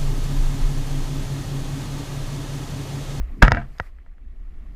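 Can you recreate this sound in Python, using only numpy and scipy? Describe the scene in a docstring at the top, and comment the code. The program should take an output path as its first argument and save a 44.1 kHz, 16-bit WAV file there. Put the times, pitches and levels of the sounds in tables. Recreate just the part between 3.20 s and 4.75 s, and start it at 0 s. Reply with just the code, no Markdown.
"""Ball on a goal frame

A ball strikes a metal goal frame on an open field. The blow swings the frame and overloads the
microphone of a camera clamped to it. The clamp knocks and chatters, the tube rings briefly and
a later knock follows. Wind rumble, a faint field hush and two faint whines lie under it all."""
import sys
import numpy as np
from scipy import signal
from scipy.io import wavfile
from scipy.ndimage import uniform_filter1d

SR = 44100
rng = np.random.default_rng(int(sys.argv[2]) if len(sys.argv) > 2 else 0)


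def to_wav(sig):
    """Store sig (one row per channel, or 1-D mono) as 16-bit WAV at the path in sys.argv[1].

    Samples outside -1..1 are clipped; the rate is SR.
    """
    pcm = np.clip(np.atleast_2d(sig), -1, 1) * 32767
    pcm = np.round(pcm).astype(np.int16)
    wavfile.write(sys.argv[1], SR, pcm.T)  # frames by channels


N = 68355


def amp(db):
    return 10 ** (np.asarray(db) / 20)


def unit_rms(x):
    return x / np.sqrt(np.mean(x ** 2) + 1e-20)


def envelope(points, col=1):
    """Gain over time from a dB column, silent outside the table."""
    points = np.array(points)
    return amp(np.interp(np.arange(N) / SR, points[:, 0], points[:, col], left=-140, right=-140))


def add(mix, start_s, sound):
    part = mix[round(start_s * SR):][:len(sound)]
    part += sound[:len(part)]


def ring(modes, length_s, extra_db=0., tuning=0.95, polarity=1.):
    """Decaying sines, each at tuning * nominal_hz."""
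    nominal_hz, level_db, t60_s = np.transpose(modes)[:, :, None]
    t = np.arange(round(length_s * SR)) / SR
    gains = amp(level_db + np.reshape(extra_db, (-1, 1)) - 60 * t / t60_s)
    pitch_hz = nominal_hz * np.reshape(tuning, (-1, 1))
    return (gains * np.reshape(polarity, (-1, 1)) * np.sin(2 * np.pi * pitch_hz * t)).sum(0)


def noise_band(spectrum, low_hz, high_hz, fft_size, flicker_db):
    """Shaped noise at unit RMS, flickering in patches of time and frequency."""
    hz = np.fft.rfftfreq(fft_size, 1 / SR)
    real, imag, patches = rng.standard_normal((N // (fft_size // 4) + 6, len(hz), 3)).T
    patches = uniform_filter1d(patches, size=9, axis=0)
    patches = unit_rms(uniform_filter1d(patches, size=5, axis=1))
    freq_hz, density_db = np.transpose(spectrum)
    shape = amp(np.interp(np.log(hz + 1), np.log(freq_hz + 1), density_db))
    shape *= (hz >= low_hz) * (hz < high_hz)
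    spectra = (real + 1j * imag) * shape[:, None] * amp(flicker_db * patches)
    return unit_rms(signal.istft(spectra, nperseg=fft_size, noverlap=fft_size * 3 // 4)[1][:N])


# Wind spectrum: freq_hz, relative_db
WIND_SPECTRUM = [(8.8, -35.5), (15, -5.5), (37, -15.5), (45, -17), (86, -27), (130, -28), (176, -29.5),
                 (244, -28), (390, -38.5), (500, -48.5), (650, -76), (1100, -120)]
# Wind envelope: time_s, rumble_db, roar_db
WIND_LEVELS = [(0, -18, -63), (.2, -42.5, -37.5), (.4, -31, -58.5), (.5, -38, -59), (.58, -37, -85),
               (.66, -37.5, -64), (.9, -37, -62), (1.1, -35, -58.5), (1.3, -33, -55.5), (1.55, -36, -52.5)]


def wind(split_hz=74.54, gust_db=.7):
    """Wind makes a deep rumble and a roar just above it."""
    rumble = noise_band(WIND_SPECTRUM, 10, split_hz, fft_size=4096, flicker_db=gust_db)
    roar = noise_band(WIND_SPECTRUM, split_hz, 450, fft_size=1024, flicker_db=gust_db)
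    return rumble * envelope(WIND_LEVELS) + roar * envelope(WIND_LEVELS, col=2)


# Midrange hush spectrum: freq_hz, relative_db
HUSH_SPECTRUM = [(190, -30), (330, -7.5), (394, -16), (707, -9.5), (937, -21), (1080, -12), (1610, -19),
                 (1870, -13), (2140, -16.5), (4000, -30), (5200, -62), (8800, -120)]
# Treble hiss spectrum: freq_hz, relative_db
HISS_SPECTRUM = [(2350, -30), (4000, 1), (5570, -4), (10000, -8.5), (10900, -10), (13700, -8.5),
                 (15300, -19)]
# Field envelope: time_s, hush_db, hiss_db
FIELD_LEVELS = [(0, -55, -72), (.2, -58.5, -71.5), (.45, -59.5, -72), (.56, -60.5, -69.5),
                (.67, -55.5, -67), (.71, -65.5, -80.5), (.98, -69, -84), (1.2, -65.5, -80),
                (1.4, -62.5, -77), (1.55, -63.5, -76)]


def field_hush(split_hz=4000):
    """The open field gives a faint hush topped by hiss."""
    hush = noise_band(HUSH_SPECTRUM, 330, split_hz, fft_size=512, flicker_db=2.04)
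    hiss = noise_band(HISS_SPECTRUM, split_hz, 19000, fft_size=512, flicker_db=1.2)
    return hush * envelope(FIELD_LEVELS) + hiss * envelope(FIELD_LEVELS, col=2)


# Whine bands: centre_hz, width_hz, level_db
WHINE_BANDS = [(9300, 250, -94.5), (14300, 900, -89)]
# Envelope on both bands: time_s, gain_db
WHINE_GAIN = [(0, 8), (.21, 8), (.25, -3.5), (.66, 4.5), (.72, -7), (1.1, -20), (1.55, -4)]


def whines():
    """Two narrow noise bands whine faintly in the high treble."""
    out, flat = np.zeros(N), [(1, 0), (2, 0)]
    for centre_hz, width_hz, level_db in WHINE_BANDS:
        low_hz, high_hz = centre_hz - width_hz / 2, centre_hz + width_hz / 2
        out += amp(level_db) * noise_band(flat, low_hz, high_hz, fft_size=1024, flicker_db=2.5)
    return out * envelope(WHINE_GAIN)


# Clamp modes: nominal_hz, level_db, t60_s
CLAMP_MODES = [(531, -20, 0.04), (740, -9, 0.018), (938, -1.5, 0.012), (1388, 1.5, 0.011),
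               (1662, 7, 0.0067), (1928, -17.5, 0.061), (2550, -11.5, .007), (3640, -16, 0.0073),
               (4130, -24.5, .005), (4950, -17.5, 0.011), (5600, -23, 0.0092), (6500, -20.5, 0.0067)]
# Low thump modes: nominal_hz, level_db, t60_s
THUMP_MODES = [(94.6, 1.5, 0.075), (140, -3, 0.055), (259.8, -16, .03)]
# Clamp knocks: start_s, gain_db, body_db, treble_db, lowpass_hz, thump_db
CLAMP_KNOCKS = [(0.2187, -38, 5, 0, 6000, -60.5), (.2218, -11.5, 1, 0, 7000, -59),
                (0.2237, -30, 0, 6, 9000, -61), (0.2261, -3.5, 6.5, 13.5, 12000, -61),
                (.2274, -6, -1, 13.5, 14000, -60), (0.2309, -15, 0, 5.5, 9000, -61),
                (0.244, -26, 3, 3, 8000, -59.5), (0.2432, -16, 2.5, -5, 6000, -62),
                (0.2807, -4.5, 0, -2, 6500, -13.5), (0.31, -32, 13, 15, 7000, -17),
                (0.319, -4, 4.5, 5.5, 9000, -10.5), (0.3478, -15.5, -1, -3.5, 5500, -26),
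                (.369, -49, -3, 3, 4000, -31), (0.3715, -18.5, -3, -3.5, 5000, -22.5),
                (0.439, -64, 0, 7, 6000, -54), (0.578, -51, 3.5, 1, 4000, -61),
                (0.584, -41.5, -6, 18.5, 12000, -59), (0.5993, -12.5, 3, -0.5, 6000, -22),
                (.638, -53.5, -1, 6.5, 4000, -70), (0.664, -52.5, -7, 8, 5100, -70),
                (.672, -56, -2, 4.5, 4000, -74), (.786, -47, -3.5, 0, 4000, -72.5),
                (0.863, -47.5, 5.5, -0.5, 4000, -70), (.916, -59.5, 4, 2.5, 4000, -70),
                (0.982, -53.5, -0.5, 3.5, 4000, -65.5), (1.466, -52.5, 1.5, 3, 4000, -63)]
BODY_BELOW_HZ, TREBLE_ABOVE_HZ = 1150, 3000


def clamp_knocks(spread_db=1.2, detune=.012, crack_db=-30.5, crack_s=.0014):
    """Each knock cracks, rings the clamp a little differently, and thumps."""
    rise_s, thump_lag_s, length_s = .00039, .0022, .15
    out, mode_hz = np.zeros(N), np.array(CLAMP_MODES)[:, 0]
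    t = np.arange(round(length_s * SR)) / SR
    cracks = rng.standard_normal((len(CLAMP_KNOCKS), len(t))) * np.exp(-t / crack_s)
    jitters = rng.standard_normal((len(CLAMP_KNOCKS), 2, len(CLAMP_MODES)))
    thump = (1 - np.exp(-t / thump_lag_s)) * ring(THUMP_MODES, length_s)
    for knock, (level_jitter, pitch_jitter), crack in zip(CLAMP_KNOCKS, jitters, cracks):
        start_s, gain_db, body_db, treble_db, lowpass_hz, thump_db = knock
        tone_db = body_db * (mode_hz < BODY_BELOW_HZ) + treble_db * (mode_hz > TREBLE_ABOVE_HZ)
        tap = ring(CLAMP_MODES, length_s, tone_db + spread_db * level_jitter, 1 + detune * pitch_jitter)
        tap += amp(crack_db + treble_db) * np.diff(crack, prepend=0)
        tap *= 1 - np.exp(-t / rise_s)
        tap = signal.lfilter(*signal.butter(3, lowpass_hz, fs=SR), tap)
        add(out, start_s, amp(gain_db) * tap)
        add(out, start_s + thump_lag_s, amp(thump_db) * thump)
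    return out


# Chatter envelope: time_s, level_db
CHATTER_LEVELS = [(.22, -24), (.224, -4), (.24, -18.5), (.255, -23.5), (.275, -29), (.3, -42.5),
                  (.33, -39.5), (.36, -37.5), (.385, -48), (.42, -40), (.46, -61.5), (.56, -88),
                  (.59, -57.5), (.67, -75), (.72, -81)]


def clamp_chatter(clicks_per_s=1400, spread_db=4, treble_db=-8, lowpass_hz=7000):
    """Dense tiny clicks ring the clamp while the frame shakes."""
    strengths = amp(spread_db * np.minimum(rng.exponential(1, N), 4))
    clicks = strengths * (rng.random(N) < clicks_per_s / SR) * rng.choice([-1, 1], N)
    drive = unit_rms(clicks) * envelope(CHATTER_LEVELS)
    is_treble = np.array(CLAMP_MODES)[:, 0] > TREBLE_ABOVE_HZ
    clamp = ring(CLAMP_MODES, length_s=.1, extra_db=treble_db * is_treble)
    clamp = signal.lfilter(*signal.butter(1, lowpass_hz, fs=SR), clamp)
    return signal.fftconvolve(drive, clamp)[:N] / np.linalg.norm(clamp)


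# Frame swing modes: nominal_hz, level_db, t60_s
SWING_MODES = [(45.9, 7.4, .129), (115, 12, .024), (172.8, 7.7, .052), (232.4, -3.4, .068)]


def ball_strike(start_s=.2227, push_s=.002):
    """The ball shoves the frame, which swings in low modes, neighbours in opposite sense."""
    out = np.zeros(N)
    shove = np.hanning(round(push_s * SR) + 3)
    swing = ring(SWING_MODES, length_s=.86, polarity=(-1.) ** np.arange(len(SWING_MODES)))
    add(out, start_s, np.convolve(swing, shove / shove.sum()))
    return out


# Metal tube modes: nominal_hz, level_db, t60_s
TUBE_MODES = [(137, 5, .3), (220, -8, .2), (733, -3, .14), (865, -14, .1), (1055, -13, .09),
              (1403, -11, .09), (1557, -5, .11), (1676, -2, .11), (1886, -8, .08), (2008, -10, .1),
              (2382, -5, .08), (2840, -13, .06)]
# Contacts on the tube: start_s, gain_db, decay_s
TUBE_CONTACTS = [(.242, -23.5, .015), (.28, -34.5, 0.012), (.325, -29, 0.011), (0.367, -24.5, 0.012)]


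def tube_ring(lowpass_hz=3500):
    """Short scraping contacts set the tube's modes ringing."""
    drive, t = np.zeros(N), np.arange(2000) / SR
    for start_s, gain_db, decay_s in TUBE_CONTACTS:
        scrape = rng.standard_normal(len(t)) * np.exp(-t / decay_s)
        add(drive, start_s, amp(gain_db) * scrape / np.linalg.norm(scrape))
    ringing = signal.fftconvolve(drive, ring(TUBE_MODES, length_s=.52))[:N]
    return signal.lfilter(*signal.butter(2, lowpass_hz, fs=SR), ringing)


# Loose shaking modes: nominal_hz, relative_db, t60_s
SHUDDER_MODES = [(45, 1.5, .08), (80.2, -1.5, .08), (141.15, 0.5, 0.08), (232, -9.5, 0.085),
                 (278, -14.5, .06)]
# Shudder envelope: time_s, level_db
SHUDDER_LEVELS = [(.25, -52), (.275, -25), (.32, -25), (.37, -22), (.42, -39), (.47, -41), (.54, -48.5),
                  (.58, -54.5)]


def shudder():
    """Loose, random shaking in low modes follows the blow."""
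    shaking = signal.fftconvolve(rng.standard_normal(N), ring(SHUDDER_MODES, length_s=.6))[:N]
    return unit_rms(shaking) * envelope(SHUDDER_LEVELS)


def scene():
    goal = ball_strike() + clamp_knocks() + tube_ring() + clamp_chatter() + shudder()
    return (goal + wind() + field_hush() + whines())[None]


def record(dry):
    """The microphone overloads with a firm knee; a low-pass then limits the band."""
    ceiling, knee, lowpass_hz = .98, 6, 15400
    overloaded = dry / (1 + abs(dry / ceiling) ** knee) ** (1 / knee)
    padded = np.pad(overloaded, ((0, 0), (255, 255)), "reflect")
    lowpass = signal.firwin(511, lowpass_hz, window=("kaiser", 9), fs=SR)
    return signal.oaconvolve(padded, lowpass[None], "valid")


dry = scene()
out = record(dry)
to_wav(out)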